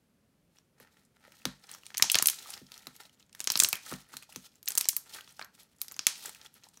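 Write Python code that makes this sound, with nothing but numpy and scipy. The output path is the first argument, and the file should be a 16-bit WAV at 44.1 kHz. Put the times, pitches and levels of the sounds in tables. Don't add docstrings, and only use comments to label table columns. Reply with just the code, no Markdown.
import sys
import numpy as np
from scipy import signal
from scipy.io import wavfile

SR = 44100
rng = np.random.default_rng(int(sys.argv[2]) if len(sys.argv) > 2 else 0)


def to_wav(s):
    ch = np.atleast_2d(s).T
    pcm = np.round(np.clip(ch, -1, 1) * 32767)
    wavfile.write(sys.argv[1], SR, pcm.astype(np.int16))


N = 299880

# (time [s], 2-8 kHz peak [dB], pocket pitch [Hz], 0.8-2 kHz peak [dB], 7-17 kHz peak [dB])
AIR_POCKETS = [(0.5854, -54, 5650, -58.0, -60), (0.8005, -68, 12200, -48.0, -51.5),
               (1.3208, -56.5, 3000, -52, -46), (1.454, -24.5, 3820, -24.5, -19),
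               (1.6936, -47.5, 4060, -47, -46), (1.7482, -47, 5600, -42, -32.5),
               (1.8563, -50.5, 5630, -61, -49), (1.8655, -35.0, 8550, -53, -41.5),
               (1.9037, -46, 1820, -49.5, -53), (1.9438, -35.5, 3070, -45.5, -63),
               (1.9478, -33, 2100, -36.5, -70.5), (1.9713, -26.5, 5900, -52, -24.5),
               (1.9795, -26, 6500, -42, -14.5), (1.9978, -39, 1900, -30, -37.5),
               (2.0239, -8, 5840, -20.5, -7), (2.0993, -18, 3300, -38, -20),
               (2.1173, -51.5, 9500, -56.5, -12), (2.145, -13.5, 4200, -23.5, -41),
               (2.1543, -13.5, 4000, -19.5, -8), (2.1867, -10, 6470, -41.5, -19),
               (2.1974, -31.5, 6870, -28, -51), (2.2244, -19, 12100, -23.5, -14),
               (2.2581, -15.5, 8000, -35, -15.5), (2.2711, -56.5, 11600, -52, -9),
               (2.2852, -12, 10900, -41, -21), (2.2988, -27.5, 6200, -37.5, -12),
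               (2.5411, -47, 4360, -48, -48), (2.5768, -44, 4860, -45, -65), (2.7779, -44, 5670, -66, -38),
               (2.8697, -39.5, 3970, -37.5, -32), (3.0953, -56.5, 2930, -63.5, -56),
               (3.2268, -54.5, 3760, -72.0, -71), (3.2949, -50, 7650, -65, -72),
               (3.3285, -45.0, 8270, -77, -54.5), (3.3497, -38.5, 1850, -50, -35.5),
               (3.3944, -42.5, 9600, -49.5, -46), (3.4036, -24, 8500, -36, -28.5),
               (3.4126, -42, 3200, -52.5, -28), (3.4422, -28, 10900, -64.5, -34),
               (3.4492, -43.5, 3790, -50.5, -45.5), (3.4733, -17, 6060, -29, -39),
               (3.502, -17, 4200, -27.0, -19), (3.512, -41.5, 11700, -57.5, -42),
               (3.5192, -30, 5250, -46.5, -12), (3.5384, -36.5, 3070, -52.5, -46.5),
               (3.5559, -19, 4340, -26, -41.5), (3.5654, -55, 3770, -49, -22.5),
               (3.5743, -25.5, 4800, -55, -14), (3.5925, -34.5, 8700, -51, -18.5),
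               (3.6005, -7, 7900, -31.5, -8.5), (3.6222, -41.5, 8100, -24.5, -20.5),
               (3.6354, -45, 8600, -63.5, -11.5), (3.6466, -13, 5640, -27, -16),
               (3.6876, -28.5, 12100, -49, -21), (3.729, -22.5, 2500, -26.5, -11.5),
               (3.7545, -37.5, 3170, -65.0, -23.5), (3.7692, -44, 10980, -68, -42.0),
               (3.8631, -42.0, 6350, -53, -43), (3.9153, -55, 2214, -30.5, -32),
               (3.9231, -56.0, 1210, -37.5, -45.0), (3.9381, -31.5, 820, -53, -50.0),
               (4.1391, -56.0, 1340, -45.5, -57.0), (4.1687, -36, 4180, -42.5, -24.0),
               (4.3604, -31, 6220, -38, -29.5), (4.5556, -86, 7360, -72.0, -54),
               (4.6289, -42.5, 12200, -58.5, -46), (4.6583, -69, 8100, -68, -39.0),
               (4.6775, -15.5, 7240, -75, -57), (4.6849, -25, 12900, -58, -18),
               (4.7051, -30, 7860, -42.5, -30), (4.7196, -30, 9800, -80, -32.5),
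               (4.7528, -28.5, 6830, -41, -20), (4.7759, -16.5, 13600, -32.5, -16),
               (4.7808, -20, 8600, -63, -12), (4.8058, -28.5, 8950, -48, -48),
               (4.8105, -16.5, 11900, -39, -20.5), (4.844, -32.5, 5100, -61.5, -54.5),
               (4.8552, -31, 5740, -37, -30.5), (4.8873, -29.5, 5540, -41, -1.5),
               (4.8918, -12, 7560, -72, -24.5), (4.9311, -35.0, 8380, -45, -43.0),
               (4.9658, -27.5, 13600, -39, -16), (5.2764, -49.5, 3420, -52.5, -69),
               (5.3942, -32.5, 1420, -41, -55), (5.4136, -56, 1514, -37, -44),
               (5.4246, -39, 4250, -67.0, -65.0), (5.4462, -42, 12000, -59, -46.5),
               (5.8159, -26.5, 12100, -48, -22), (5.8459, -57.5, 4050, -53, -52),
               (5.8825, -42, 4800, -57.0, -30.5), (5.9135, -39, 7260, -47, -44),
               (5.9204, -41, 12300, -45.5, -36), (5.9425, -45.5, 4960, -67, -48),
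               (5.965, -43.5, 6100, -46.5, -37), (5.9924, -22.5, 5000, -33.5, -37),
               (6.0678, -5.0, 9800, -25.5, -12.5), (6.2593, -51.0, 7900, -46, -31),
               (6.2933, -40, 990, -49.5, -35), (6.4144, -48.5, 3800, -55, -64),
               (6.4616, -44, 3470, -54.0, -68.0), (6.6362, -50.5, 6220, -57, -57),
               (6.773, -49, 5790, -54.5, -46)]


def pops(ring_db=4.0, puff_db=-14, low_lag_hz=150, min_width_hz=400, echo_db=-11, echo_t60_s=0.012):
    pockets, length = list(AIR_POCKETS) + faint_pops(), 1024
    bare, near = np.zeros((2, N + length))
    t = np.arange(length) / SR
    echoes = from_db(echo_db - 60 * t / echo_t60_s) * rng.standard_normal((len(pockets), length))
    echoes[:, 0] = 1
    snap = (t == 0) + 1e-18
    r = np.exp(-2 * np.pi * low_lag_hz / SR)
    low_lag = signal.lfilter([r * r, -2 * r, 1], [1, -2 * r, r * r], snap)
    puff, low = -band(low_lag, 100, 450), band(low_lag, 800, 2000)
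    mid, high = -band(band(snap, 2000, 8000), 2000, 8000), band(snap, 7000, 17000)
    for (time_s, mid_db, hz, low_db, high_db), echo in zip(pockets, echoes):
        pitch_band_db, sign = (low_db, 1) if hz < 2000 else (mid_db, -1) if hz < 7000 else (high_db, 1)
        q = np.clip(-pitch_band_db / 4, 4, 14)
        ring = sign * resonance(snap, hz, max(hz / q, min_width_hz))
        at = round(time_s * SR)
        for part, peak_db in ((puff, low_db + puff_db), (low, low_db), (mid, mid_db), (high, high_db),
                              (ring, pitch_band_db + ring_db)):
            echoed = signal.fftconvolve(part, echo)[:length]
            gain = from_db(peak_db) / np.abs(echoed).max()
            bare[at:at + length] += gain * part * np.linalg.norm(echo)
            near[at:at + length] += gain * echoed
    return bare[:N], near[:N]


def faint_pops(count=90, over_crackle_db=7.5, spread_db=8.5, mid_limit_db=-43):
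    when, size, pitch, body, edge = rng.random((count, 5)).T
    first_pull_s = PULLS[0][0]
    time_s = first_pull_s + when * (N / SR - first_pull_s)
    crackle_db = 20 * np.log10(pull("crackle")[(time_s * SR).astype(int)])
    mid_db = np.minimum(crackle_db + over_crackle_db + spread_db * (2 * size - 1), mid_limit_db)
    hz = 2500 * (12000 / 2500) ** pitch
    low_db = mid_db - 30 * body
    high_db = mid_db + spread_db * (2 * edge - 1)
    return list(zip(time_s, mid_db, hz, low_db, high_db))


# (time of fullest pull [s], swell [s], fade [s], crackle level [dB], squelch level [dB])
PULLS = [(0.576, .06, 0.047, -68.5, -71), (.81, .03, 0.09, -63.5, -58), (1.0, 0.22, 0.099, -71.5, -73.5),
         (1.165, 0.018, 0.014, -73, -62.5), (1.251, 0.062, 0.084, -65.5, -60.5),
         (1.33, 0.036, 0.34, -68.5, -70), (1.43, .2, 0.044, -67, -71), (1.458, 0.021, 0.2, -64, -62),
         (1.651, 0.037, 0.016, -61, -59), (1.717, 0.05, 0.088, -52, -56.5), (1.862, 0.11, 0.019, -63, -80),
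         (1.921, 0.0081, .015, -74, -59), (2.5, 0.65, .15, -50.5, -59.5), (2.585, 0.3, 0.027, -52.5, -55),
         (2.734, 0.081, 0.22, -55.5, -59), (2.879, .03, .04, -70, -57), (2.957, 0.022, 0.039, -58.5, -64),
         (3.006, 0.014, 0.03, -51, -50), (3.06, .05, 0.044, -63, -62), (3.135, .015, .02, -64, -67.5),
         (3.197, .06, .09, -73, -75), (3.37, 0.053, 0.057, -63, -63.5), (3.885, 0.065, 0.13, -43.5, -49),
         (4.143, 0.084, 0.07, -56, -58), (4.232, 0.025, 0.017, -51, -70), (4.297, 0.013, 0.048, -54.5, -61),
         (4.357, 0.069, 0.09, -58, -65.5), (4.468, 0.082, 0.01, -53.5, -63.5),
         (4.566, 0.11, 0.043, -68.5, -80.5), (4.672, 0.005, 0.23, -52, -55),
         (5.055, 0.0071, 0.06, -63, -63.5), (5.158, 0.11, 0.097, -47.5, -54), (5.304, .06, 0.065, -56, -66),
         (5.419, 0.082, 0.023, -56, -65), (5.551, 0.021, 0.016, -58.5, -65),
         (5.603, 0.041, 0.066, -59, -61), (5.727, 0.048, 0.072, -72, -78), (5.817, 0.047, 0.064, -63, -68),
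         (5.9, .04, 0.095, -75, -65), (6.0, 0.013, 0.59, -65.5, -72), (6.262, 0.26, 0.13, -47.5, -57.5),
         (6.47, 0.11, 0.0053, -56, -55.5), (6.562, .05, 0.08, -62.5, -68), (6.644, 0.033, 0.062, -60, -67),
         (6.742, 0.016, 0.0095, -61.5, -66), (6.8, 0.14, 0.12, -67.5, -85)]


def pull(layer, range_db=20):
    time_s, swell_s, fade_s, crackle_db, squelch_db = np.transpose(PULLS)[:, :, None]
    level_db = {"crackle": crackle_db, "squelch": squelch_db}[layer]
    steps = np.arange(0, N + 64, 64)
    since_s = steps / SR - time_s
    away = np.where(since_s < 0, -since_s / swell_s, since_s / fade_s)
    power = from_db(level_db - range_db * away) ** 2
    return np.interp(np.arange(N), steps, np.sqrt(power.sum(axis=0)))


# (frequency [Hz], spectral level [dB])
CRACKLE_SPECTRUM = [(900, -18.5), (1800, -39), (3000, -3.5), (5400, -9.5), (9000, -10.5), (13800, -18.5),
                    (16000, -12.5)]
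# (frequency [Hz], width [Hz], level [dB])
PALM_HOLLOWS = [(860, 110, -5), (1354, 150, -4), (481.5, 300, -14), (1800, 310, -7.5)]


def peeling(bubble_db=-2):
    snaps = thread_snaps(per_s=6000, spread_db=3.0, clump_db=6.0)
    crackle = rms_one(coloured(snaps, CRACKLE_SPECTRUM)) + from_db(bubble_db) * small_bubbles()
    wet_snaps = thread_snaps(per_s=3300, spread_db=6.0, clump_db=2.5)
    squelch = rms_one(sum(from_db(db) * resonance(wet_snaps, hz, width) for hz, width, db in PALM_HOLLOWS))
    return pull("crackle") * crackle + pull("squelch") * squelch


def thread_snaps(per_s, spread_db, clump_db):
    sizes = from_db(spread_db * np.minimum(rng.exponential(1, N), 5)) * rng.choice([-1, 1], N)
    snapping = rng.random(N) < per_s * from_db(clump_db * drift(rate_hz=40)) / SR
    return rms_one(sizes * snapping + 1e-18)


def small_bubbles(per_s=200, low_hz=1200, high_hz=9000, q=3.2, sputter_t60_s=0.024):
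    bursts = thread_snaps(per_s, spread_db=5.5, clump_db=4.5)
    size_class = rng.integers(0, 16, N)
    decay = from_db(-60 / (sputter_t60_s * SR))
    hiss, out = rng.standard_normal(N), np.zeros(N)
    for k, hz in enumerate(np.geomspace(low_hz, high_hz, 16)):
        envelope = signal.lfilter([1], [1, -decay], bursts * (size_class == k) + 1e-18)
        out += resonance(hiss * envelope, hz, hz / q)
    return rms_one(out)


# (time [s], peak level [dB], starting pitch [Hz])
WET_PLOPS = [(0.803, -50.5, 480), (1.278, -50.5, 550), (2.04, -29, 857), (2.491, -44, 830),
             (3.007, -52, 874), (3.052, -58, 617), (4.292, -50.5, 810), (5.158, -50, 910),
             (5.394, -38, 856), (6.25, -44, 837), (6.28, -48, 438), (6.293, -51, 880), (6.668, -50.5, 855)]


def plops(t60_cycles=9.0, attack_s=0.0027, climb=0.084):
    out, t = np.zeros(N + 2048), np.arange(2048) / SR
    for time_s, peak_db, hz in WET_PLOPS:
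        age = hz * t / t60_cycles
        turns = hz * t * (1 + climb * age / 2)
        envelope = from_db(-60 * age) * (1 - np.exp(-t / attack_s))
        at = round(time_s * SR)
        out[at:at + len(t)] += from_db(peak_db) * envelope / envelope.max() * np.sin(2 * np.pi * turns)
    return out[:N]


# (time [s], level [dB])
TABLE_KNOCKS = [(.802, -55), (1.456, -30), (2.038, -43.5), (2.223, -67), (2.615, -43), (2.871, -47.5),
                (3.923, -29), (4.138, -49.5), (4.361, -41.5)]
# (frequency [Hz], level [dB], 60 dB decay time [s])
TABLE_MODES = [(54, -20.5, 0.32), (100, -16, 0.06), (140, -10.5, 0.29), (163, -11.5, 0.098),
               (187.7, -11, 0.2), (210, -9, 0.11), (249, -5.5, 0.12), (317, -1.5, 0.024), (500, -3, 0.017)]


def knocks(contact_hz=900, spread_db=1.5):
    time_s, knock_db = np.transpose(TABLE_KNOCKS)
    strength_db = rng.normal(0, spread_db, (len(TABLE_KNOCKS), len(TABLE_MODES)))
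    wood = np.zeros(N)
    for k, (hz, mode_db, t60_s) in enumerate(TABLE_MODES):
        hits = np.full(N, 1e-18)
        hits[np.round(time_s * SR).astype(int)] = from_db(knock_db + mode_db + strength_db[:, k])
        r, w = from_db(-60 / (t60_s * SR)), 2 * np.pi * hz / SR
        wood += signal.lfilter([0, np.sin(w)], [1, -2 * r * np.cos(w), r * r], hits) * (-1) ** k
    return signal.sosfilt(signal.butter(2, contact_hz, fs=SR, output="sos"), wood)


# (frequency [Hz], 60 dB decay time [s])
ROOM_DECAY = [(300, 0.07), (800, 0.24), (2000, 0.27), (5500, 0.28), (9000, 0.26), (14600, 0.067)]
# (frequency [Hz], level [dB])
ROOM_SPECTRUM = [(300, 4), (800, 0), (1500, -2.5), (2700, -6.5), (3800, -6), (5500, -4.5), (9000, -8),
                 (15000, 3)]


def room(x, build_up_s=0.00073):
    t, edges = np.arange(SR // 2) / SR, 100 * 2 ** np.arange(0, 7.6, .5)
    noise, tail = rng.standard_normal((2, len(t))), 0
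    for k, (lo, hi) in enumerate(zip(edges, edges[1:])):
        hz = np.sqrt(lo * hi)
        envelope = from_db(at_hz(ROOM_SPECTRUM, hz) - 60 * t / at_hz(ROOM_DECAY, hz))
        tail = tail + band(noise[k % 2], lo, hi) * envelope
    tail = tail * np.clip(t / build_up_s, 0, 1)
    return signal.fftconvolve(x, tail / np.sqrt(np.sum(tail ** 2)))[:N]


# (frequency [Hz], spectral level [dB])
ROOM_TONE_SPECTRUM = [(18, -49), (30, -6.5), (161, -6), (194, 7), (259, -10), (280, -18.5), (374, -11.5),
                      (449, -23.5), (486, -8.5), (684, -21), (9710, -32.5), (10800, -31), (16000, -37)]


def room_tone():
    return rms_one(coloured(rng.standard_normal(N + SR), ROOM_TONE_SPECTRUM)[SR:])


def from_db(db):
    return 10 ** (np.asarray(db) / 20)


def rms_one(x):
    return x / np.sqrt(np.mean(x ** 2) + 1e-20)


def at_hz(points, hz):
    frequencies, values = np.transpose(points)
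    return np.interp(np.log(hz), np.log(frequencies), values)


def band(x, low_hz, high_hz):
    return signal.sosfilt(signal.butter(2, [low_hz, high_hz], "band", fs=SR, output="sos"), x)


def coloured(x, spectrum):
    edges = 25 * 2 ** np.arange(0, 9.7, .5)
    return sum(from_db(at_hz(spectrum, np.sqrt(lo * hi))) * band(x, lo, hi) * (-1) ** k
               for k, (lo, hi) in enumerate(zip(edges, edges[1:])))


def resonance(x, hz, width_hz):
    r, w = np.exp(-np.pi * width_hz / SR), 2 * np.pi * hz / SR
    gain = (1 - r * r) / 2
    return signal.lfilter([gain, 0, -gain], [1, -2 * r * np.cos(w), r * r], x)


def drift(rate_hz):
    r = np.exp(-2 * np.pi * rate_hz / SR)
    return rms_one(signal.lfilter([1], [1, -2 * r, r * r], rng.standard_normal(N + SR))[SR:])


def scene(reverb_db=-11, room_tone_db=-71):
    bare_pops, near_pops = pops()
    skin = peeling() + plops()
    table = knocks()
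    hush = from_db(room_tone_db) * room_tone()
    table_reach = from_db(1.5)
    reverb = from_db(reverb_db) * room(bare_pops + skin + table_reach * table)
    return (near_pops + skin + table + reverb + hush)[None]


def record(dry, ceiling=0.7, low_cut_hz=60, top_hz=17000):
    rounded = ceiling * np.tanh(dry / ceiling)
    low_cut = signal.sosfilt(signal.butter(2, low_cut_hz, "high", fs=SR, output="sos"), rounded)
    return signal.sosfilt(signal.cheby2(14, 80, top_hz, fs=SR, output="sos"), low_cut)


dry = scene()
out = record(dry)
to_wav(out)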